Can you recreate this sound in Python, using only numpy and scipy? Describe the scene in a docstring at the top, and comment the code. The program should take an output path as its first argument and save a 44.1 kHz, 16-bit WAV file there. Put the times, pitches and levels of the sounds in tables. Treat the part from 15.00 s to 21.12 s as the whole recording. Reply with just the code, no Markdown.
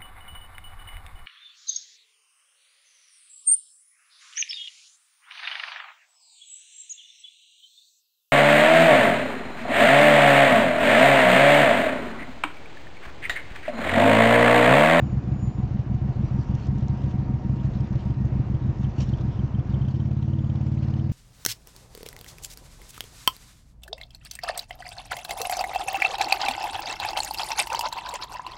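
"""A two-cylinder motorcycle idles unevenly at a city junction, then the throttle opens and the beat evens out.
Each firing sends a blowdown pulse and a later scavenging pulse through the ringing modes of the exhaust pipe.
Shaped noise makes the gas turbulence, valve gear, traffic, ticks and jackets; a far brake sings on a sine line.
A loose part rattles along as a few decaying sines with a noise crack, and a gear hums under load. A small
microphone hears it all, and the treble ends near 8 kHz."""
import sys
import numpy as np
from scipy import signal
from scipy.fft import rfft, irfft, next_fast_len
from scipy.io import wavfile
from scipy.ndimage import uniform_filter1d, map_coordinates

SR = 44100
rng = np.random.default_rng(int(sys.argv[2]) if len(sys.argv) > 2 else 0)


def level_to_linear(level):
    """Convert decibel levels to linear amplitude factors, elementwise."""
    exponent = np.asarray(level, float) / 20
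    return 10 ** exponent


def store_pcm(level_fs):
    """Save levels as 16-bit WAV."""
    pcm = np.round(np.clip(level_fs, -1, 1) * 32767).astype(np.int16)
    wavfile.write(sys.argv[1], SR, np.atleast_2d(pcm).T)


N = 269892

# the rider's throttle: (time [s], opening [0-1])
THROTTLE = [(4.8, 0), (4.95, 1)]


def unit(x):
    """Scaled to rms 1."""
    return x / np.sqrt(np.mean(x ** 2) + 1e-20)


def curves(rows):
    """One value per sample for each column after the time."""
    s, *cols = np.transpose(rows)
    return [np.interp(np.arange(N) / SR, s, c) for c in cols]


def opening_at(s):
    """Throttle opening at the times s."""
    return np.interp(s, *np.transpose(THROTTLE))


def wobble(rate):
    """A smooth random curve, rate knots a second."""
    knots = rng.standard_normal(int(N * rate / SR) + 4)
    return map_coordinates(knots, [np.arange(N) * rate / SR])


def filtered(x, response):
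    """x times a complex response of frequency, with spare room for the tail."""
    m = next_fast_len(len(x) + SR // 2)
    return irfft(rfft(x, m) * response(np.fft.rfftfreq(m, 1 / SR)), m)[:len(x)]


def rush(spectrum, patchy_db):
    """Coloured noise of rms 1 with time-frequency patches of random gain."""
    z = signal.stft(rng.standard_normal(N + 512), nperseg=512)[2]
    field = uniform_filter1d(rng.standard_normal(z.shape), size=6, axis=0)
    field = uniform_filter1d(field, size=10, axis=1)
    x = signal.istft(z * level_to_linear(patchy_db * unit(field)), nperseg=512)[1][:N]
    # the colour falls away within an octave beyond either end
    ends = [(spectrum[0][0] / 2, -120), *spectrum, (spectrum[-1][0] * 2, -120)]
    f, db = np.transpose(ends)
    return unit(filtered(x, lambda hz: level_to_linear(np.interp(np.log(hz + 1), np.log(f), db))))


def train(s, size):
    """Impulses of 1 ms area times size, on a time line that starts one second early."""
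    return np.bincount(np.round((s + 1) * SR).astype(int), size * SR / 1000, N + 2 * SR)


def excite(pulses, response):
    """A resonance or smoothing driven by a train, cut back to the scene's own time line."""
    return filtered(pulses, response)[SR:SR + N]


def firings():
    """Time, blowdown dB, scavenging time and dB of every firing: loping pairs at idle, an even run under load."""
    # idle beats, each led by the strong cylinder: (time [s], its scavenging [dB], blowdown of the
    # weak cylinder [dB], -60 where the next firing is strong too, so no weak one is placed)
    beats = [(-0.126, -10, -8), (0.021, -3.7, -8), (0.1675, -14.8, -9.8), (0.3147, -3.9, -9.1),
             (0.4716, -12.4, -8.6), (0.6283, -11.8, -4.8), (0.7884, -18.3, -7.7), (0.9412, -13.5, -2.4),
             (1.0866, -22.9, -7.2), (1.2328, -11.4, -2.9), (1.3852, -13.3, -12.9), (1.536, -15.6, -11.1),
             (1.6829, -1.5, -5.2), (1.8199, -4.4, -60), (1.8931, -2.8, -10.1), (2.0353, -3.3, -12.2),
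             (2.1834, -4.4, -8.5), (2.3351, -12.7, -14.2), (2.4922, -1.5, -7.4), (2.6421, -2.8, -11.4),
             (2.7986, -4.9, -17.2), (2.9503, -14.2, -12.1), (3.0965, -13.9, -4.4), (3.2439, -20, -3.4),
             (3.3938, -13.6, -9.3), (3.5394, -12.8, -5.9), (3.6882, -15, -9.4), (3.836, -3.1, -15.4),
             (3.9816, -1, -10.4), (4.1269, -13.7, -5.4), (4.2775, -14.3, -8.6), (4.4326, -13.3, -11),
             (4.5832, -15.1, -10.5), (4.7337, -2.9, -60), (4.8079, -1.9, -60)]
    # beats in which the weak cylinder scavenges poorly: (start of the beat [s], loss [dB])
    stumbles = [(1.536, -10), (1.6829, -5.5), (1.8931, -9), (2.4922, -3.5), (3.836, -10)]
    # under load the speed hunts about its mean: (time [s], rate [firings per s])
    speed = [(4.8771, 15.38), (4.98, 18.19), (5.15, 17.27), (5.33, 19.18), (5.49, 17.49), (5.76, 18.69),
             (5.92, 18.01), (6.12, 19.89)]
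    load_s = speed[0][0]

    s, sweep_db, weak_db = np.transpose(beats)
    beat = np.diff(s, append=load_s)
    fires = weak_db > -60
    loss_db = np.array([dict(stumbles).get(start, 0) for start, *_ in beats])
    # scavenging follows blowdown, later when it is fuller
    strong_delay_ms = 27.5 + 3.5 * level_to_linear(sweep_db)
    strong = [s, 0 * s, s + strong_delay_ms / 1000, sweep_db]
    # as shares of the beat: blowdown later when fuller, scavenging earlier after a full strong one
    weak_s = s + beat * (.458 + .055 * level_to_linear(weak_db))
    weak_sweep_s = s + beat * (.713 - .02 * level_to_linear(sweep_db))
    weak = np.array([weak_s, weak_db, weak_sweep_s, -1.1 + loss_db])

    # under load one firing falls at each whole count of the integrated rate
    t = np.arange(load_s, N / SR + .2, 1 / SR)
    rate = np.interp(t, *np.transpose(speed))
    count = np.arange(int(rate.sum() / SR) + 1)
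    run = np.interp(count, np.cumsum(rate) / SR, t)
    sagging_db = -1.8 - .9 * (run - run[0])  # .9 dB per s
    loaded_sweep_s = run + .382 * np.gradient(run)  # share of the firing interval
    loaded = [run, sagging_db, loaded_sweep_s, -6.2 + 0 * run]

    rows = np.hstack([strong, weak[:, fires], loaded]).T
    uneven_db = .25
    rows[:, 1::2] += uneven_db * rng.standard_normal((len(rows), 2))
    return rows[np.argsort(rows[:, 0])].T


def pipe(pulses, column, slug_ms):
    """A slug of gas with a rounded front rings every pipe mode, in through the header and out through the silencer."""
    # exhaust pipe modes, signed relative strengths [ms of unit pressure]: (frequency [Hz], width [Hz],
    # blowdown at idle [ms], scavenging at idle [ms], blowdown when open [ms], scavenging when open [ms])
    pipe_modes = [(40.7, 15.0, 0.38, -0.49, -0.29, -0.35), (69.0, 37.0, -0.91, -1.25, -0.32, -0.15),
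                  (106.3, 48.9, 0.28, -0.07, 1.35, 1.94), (129.9, 39.8, 5.47, 2.26, 1.93, 1.97),
                  (185.2, 66.7, 1.55, 1.59, 0.19, 0.9), (214.9, 44.3, -0.29, -1.42, 0.32, -3.37),
                  (238.5, 57.4, 0.27, 0.67, -0.12, -0.14), (322.0, 41.7, -1.29, -0.26, -0.3, 1.64)]

    def response(f):
        """Each mode acts twice, after the smoothing of the front."""
        modes = 0
        for mode in pipe_modes:
            hz, width_hz = mode[:2]
            resonance = 1j * f * width_hz / (hz ** 2 - f * f + 1j * f * width_hz)
            modes = modes + mode[column] * resonance ** 2
        return modes / (1 + 2j * np.pi * f * slug_ms / 1000) ** 2
    return excite(pulses, response)


def exhaust(s, blow_db, later, sweep_db):
    """Two pulses a firing and extra ones at idle; the open throttle shifts their balance over the pipe modes."""
    # extra exhaust pulses at idle, a few of them stray scavenging pulses: (time [s], relative level [dB])
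    extra_pulses = [(0.14, -15), (0.6554, -13.5), (0.7613, -15), (0.9128, -14.5), (1.167, -13),
                    (1.5794, -11), (1.6552, -13.5), (1.7339, -13), (1.7735, -7.5), (2.0073, -11.5),
                    (2.5586, -14), (2.994, -14.5), (3.1629, -11), (3.291, -12.5), (3.3033, -14),
                    (3.4375, -15.5)]
    # the fainter follower of each idle scavenging pulse: (time [s], level relative to its pulse [dB])
    follower_level = [(0, -11.5), (2.9, -11.5), (3.4, -18)]
    extra_s, extra_db = np.transpose(extra_pulses)
    opening = opening_at(s)
    blow, sweep = level_to_linear(blow_db), level_to_linear(sweep_db)
    idle_sweep = sweep * (1 - opening)
    follower_db = np.interp(s, *np.transpose(follower_level))
    follower = train(later + .0054, level_to_linear(follower_db) * idle_sweep)
    idle_later_pulses = train(later, idle_sweep) + follower + train(extra_s, level_to_linear(extra_db))
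    beat = pipe(train(s, blow * (1 - opening)), column=2, slug_ms=1.62)
    beat += pipe(idle_later_pulses, column=3, slug_ms=1.01)
    beat += pipe(train(s, blow * opening), column=4, slug_ms=.64)
    beat += pipe(train(later, sweep * opening), column=5, slug_ms=1.3)
    return level_to_linear(0.3) * beat


def valve_cover(s, blow_db):
    """The valve cover gives a brief ring near 555 Hz at each blowdown, harder under load."""
    def cover(f):
        """A broad resonance passed twice."""
        return (1j * f * 160 / (555 ** 2 - f * f + 1j * f * 160)) ** 2
    knocks = train(s + .003, level_to_linear(blow_db + 2.2 * opening_at(s)))
    return level_to_linear(-35.7) * excite(knocks, cover)


def exhaust_valve(s, blow_db):
    """The exhaust valve opens with a short dull thud: noise under a smoothed pulse."""
    knocks = train(s + .003, level_to_linear(blow_db + 1.9 * opening_at(s)))
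    snap = unit(excite(knocks, lambda f: 1 / (1 + 1j * f / 110) ** 2))
    # (frequency [Hz], level [dB per Hz])
    colour = [(380, -12), (450, -2), (560, -0.5), (750, -4.5), (1100, -11.5)]
    return level_to_linear(-62.7) * snap * rush(colour, patchy_db=0.7)


def burning_lumps():
    """Uneven burning adds slow random lumps of low noise, weaker under load."""
    # colour of uneven burning: (frequency [Hz], relative level [dB per Hz])
    lump_colour = [(27, -27), (38, 0), (52, 0), (65, -3), (80, 1), (95, 0.5), (130, -9.5), (170, -15.5)]
    level_db = -36.8 - 10.5 * curves(THROTTLE)[0] + 1.5 * wobble(12)
    return level_to_linear(level_db) * rush(lump_colour, patchy_db=1.5)


def gas_burble(s, blow_db, later, sweep_db):
    """Gas flow swells after each pulse and carries turbulent noise in the pipe, calmer under load."""
    # colour of turbulent gas: (frequency [Hz], relative level [dB per Hz])
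    burble_colour = [(110, -2.5), (170, -3), (230, 2.5), (280, 0.5), (330, -2), (400, -14), (480, -30)]
    pulses = train(s, level_to_linear(blow_db)) + train(later, level_to_linear(sweep_db))
    flow = unit(excite(pulses, lambda f: 1 / (1 + 1j * f / 25) ** 2))
    turbulence = unit((1 + 0.35 * flow) * rush(burble_colour, patchy_db=1.5))
    return level_to_linear(-40 - 9.5 * curves(THROTTLE)[0]) * turbulence


def valve_gear(s, blow_db):
    """The valve gear clacks just after each blowdown, harder under load: bright noise under a short envelope."""
    # colour of the clack: (frequency [Hz], relative level [dB per Hz])
    clack_colour = [(400, -4.5), (700, 4.5), (1500, -5.5), (3000, -7), (5000, -14.5), (7500, -21.5)]
    hit_db = blow_db + 6 * opening_at(s) + 1.3 * rng.standard_normal(len(s))
    knocks = train(s + .0055, level_to_linear(hit_db))
    clack = unit(excite(knocks, lambda f: 1 / (1 + 1j * f / 45) / (1 + 1j * f / 300)))
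    return level_to_linear(-65) * clack * rush(clack_colour, patchy_db=4.5)


def traffic():
    """Distant traffic: a steady coloured roar whose level wavers."""
    # colour of the roar: (frequency [Hz], relative level [dB per Hz])
    roar_colour = [(210, -31), (350, -0.5), (369, -7), (558, -10.5), (596, -11.5), (737, -11), (888, -15.5),
                   (962, -14), (1510, -22), (2900, -30), (3230, -36), (5220, -40), (8420, -49),
                   (10900, -85), (18500, -120)]
    # mean level of the roar: (time [s], level [dB])
    roar_level = [(0, -45.5), (1.4, -45.5), (2.6, -46), (4.1, -46), (4.7, -45.2), (5.1, -49), (6.12, -49)]
    return level_to_linear(curves(roar_level)[0] + .9 * wobble(7.6)) * rush(roar_colour, patchy_db=0.9)


def hum(hz, width_hz):
    """Noise in a narrow band: a wavering line of rms 1."""
    return unit(filtered(rng.standard_normal(N), lambda f: 1 / (1 + ((f - hz) / width_hz) ** 2)))


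def motor_hums():
    """Two motors in the traffic hum on wavering lines, the higher one with its octave."""
    # (time [s], low hum level [dB], high hum level [dB])
    hum_levels = [(0, -53.5, -67.5), (1.4, -57.5, -60.5), (1.9, -53.5, -56.5), (3, -60, -56),
                  (3.6, -61.5, -56), (4.5, -60.5, -61.5), (5.4, -69.5, -62), (6.1, -61, -70.5)]
    low_db, high_db = curves(hum_levels)
    high = hum(934, 9) + level_to_linear(-15) * hum(1868, 9)
    return level_to_linear(low_db) * hum(738, 10) + level_to_linear(high_db) * high


def squeal():
    """A far brake sings on a thin, slightly unsteady line, then lets go."""
    # two squeaks of the brake: (time [s], pitch [Hz], rms level [dB])
    squeaks = [(0, 6840, -71), (.13, 6900, -69), (.17, 6900, -84), (.29, 6820, -80), (.39, 6870, -69),
               (.44, 6975, -58), (.5, 6990, -64), (.68, 6980, -82)]
    hz, db = curves(squeaks)
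    on = np.clip((squeaks[-1][0] - np.arange(N) / SR) / .03, 0, 1)
    cycles = np.cumsum(hz + 6 * wobble(26)) / SR
    return on * np.sqrt(2) * level_to_linear(db + 1.5 * wobble(25)) * np.sin(2 * np.pi * cycles)


def jackets():
    """Jackets rub steadily as grainy noise, swell with each stroke, and add a duller padding noise."""
    # strokes of cloth: (peak time [s], level [dB], rise [s per 10 dB], fall [s per 10 dB])
    rustles = [(1.665, -59, .2, .015), (2.02, -61, .09, .04), (2.11, -62, .02, .03),
               (2.65, -58.5, .04, .06), (2.95, -66, .06, .02), (3.04, -63, .03, .05), (3.84, -63, .08, .02),
               (4.02, -46, .032, .016), (4.09, -59, .04, .03), (4.19, -60, .03, .02), (4.7, -63, .02, .05),
               (5.83, -60, .015, .02)]
    # colour of the cloth: (frequency [Hz], relative level [dB per Hz])
    cloth_colour = [(1200, -21.5), (2000, -8.5), (2800, 0), (4000, -4), (6000, -6.5), (7500, -13.5),
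                    (9000, -11.5)]
    # the dull side of a stroke: (frequency [Hz], relative level [dB per Hz])
    padding_colour = [(350, -8), (520, 3), (1000, -4), (1700, -9), (2600, -22)]
    t = np.arange(N) / SR
    strokes = np.zeros(N)
    for s, db, rise, fall in rustles:
        strokes += level_to_linear(db - 10 * np.maximum((s - t) / rise, (t - s) / fall))
    # the rubbing rises by 4 dB when the throttle opens
    rubbing = level_to_linear(-68 + 4 * curves(THROTTLE)[0] + 1.5 * wobble(9))
    grain = level_to_linear(2.5 * wobble(150) + 0.69 * wobble(20))
    cloth = (rubbing + strokes) * unit(grain * rush(cloth_colour, patchy_db=3.3))
    # the square root lets the padding swing half as wide in dB as the cloth
    padding = level_to_linear(-23.5) * np.sqrt(strokes) * rush(padding_colour, patchy_db=2.5)
    return cloth + padding


def ticks():
    """Dry ticks of buckles and gloves: short bursts of noise in a broad resonance."""
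    # (time [s], relative level [dB])
    tick_hits = [(1.4335, -52.5), (1.5522, -49), (1.6694, -49), (1.7843, -51), (1.8831, -46.5),
                 (2.807, -45.5), (3.253, -45.5), (4.018, -42), (4.174, -54)]
    out, t = np.zeros(N + SR), np.arange(SR // 20) / SR
    for s, db in tick_hits:
        burst = level_to_linear(db + 6.5 - 60 * t / 0.012) * rng.standard_normal(len(t))
        out[round(s * SR):][:len(t)] += burst
    return filtered(out[:N], lambda f: 1j * f * 4500 / (5600 ** 2 - f * f + 1j * f * 4500))


def rattle(fired_s, blow_db):
    """Every knock rings the loose part's modes at new strengths, with a short crack of noise."""
    # hardest knocks of the loose part: (time [s], relative level [dB])
    hard_knocks = [(3.1043, -48), (3.5487, -45.5), (3.8442, -44.5), (4.135, -38), (4.3916, -44),
                   (4.547, -47.5), (4.594, -46.5), (4.741, -40), (4.8146, -43.5), (4.848, -46),
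                   (4.884, -41), (4.9455, -50), (5.0003, -45), (5.2254, -50), (5.3899, -45), (5.443, -47),
                   (5.4986, -45), (5.5557, -46), (5.829, -47.5), (5.994, -44)]
    # its modes: (frequency [Hz], relative level [dB], decay by 60 dB [s])
    part_modes = [(2740, -0.5, 0.0086), (3110, 0, 0.027), (3430, -10, 0.049), (4600, -13, 0.0097)]
    # from 3.8 s on, each full blowdown jogs the part 7 ms later
    jogs = fired_s[(fired_s > 3.8) & (blow_db > -4)] + .007
    knocks = list(hard_knocks) + [(s, rng.normal(-60, 3)) for s in jogs]
    out, t = np.zeros(N + SR), np.arange(SR // 10) / SR
    for s, db in knocks:
        ring = np.zeros(len(t))
        for hz, level, t60 in part_modes:
            ring += level_to_linear(level + rng.normal(0, 2.0) - 60 * t / t60) * np.sin(2 * np.pi * hz * t)
        crack = level_to_linear(rng.normal(-6.5, 3.5) - 60 * t / .012) * rng.standard_normal(len(t))
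        onset = 1 - np.exp(-t / .0018)
        out[round(s * SR):][:len(t)] += level_to_linear(db + 3.5) * (ring + crack) * onset
    return filtered(out[:N], lambda f: (1j * f / (1800 + 1j * f)) ** 2)


def gear_hum(s):
    """Under load a gear hums at 17 teeth per firing, so its pitch rides on the engine speed."""
    fired = np.interp(np.arange(N) / SR, s, np.arange(len(s)))
    fired = uniform_filter1d(fired, size=SR // 20)  # evens the count over 50 ms
    teeth = 17
    return -level_to_linear(-48.2 + wobble(6)) * curves(THROTTLE)[0] * np.sin(2 * np.pi * teeth * fired)


def scene():
    """Everything at one microphone."""
    s, blow_db, later, sweep_db = firings()
    engine = exhaust(s, blow_db, later, sweep_db)
    engine += valve_cover(s, blow_db) + exhaust_valve(s, blow_db) + burning_lumps()
    engine += gas_burble(s, blow_db, later, sweep_db) + valve_gear(s, blow_db) + gear_hum(s)
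    street = traffic() + motor_hums() + squeal()
    near = jackets() + ticks() + rattle(s, blow_db)
    return (engine + street + near)[None]


def top_cut(x):
    """Nothing passes above the cut-off."""
    return signal.sosfilt(signal.butter(12, 8570, fs=SR, output="sos"), x)


def record(dry):
    """The small microphone rounds off the highest peaks, and the treble ends steeply above 7 kHz."""
    rounded = dry[0] / (1 + np.abs(dry[0] / .27) ** 4.5) ** (1 / 4.5)
    heard = filtered(rounded, lambda f: 1 / np.sqrt(1 + (f / 7400) ** 24))
    return top_cut(heard[None])


dry = scene()
out = record(dry)
store_pcm(out)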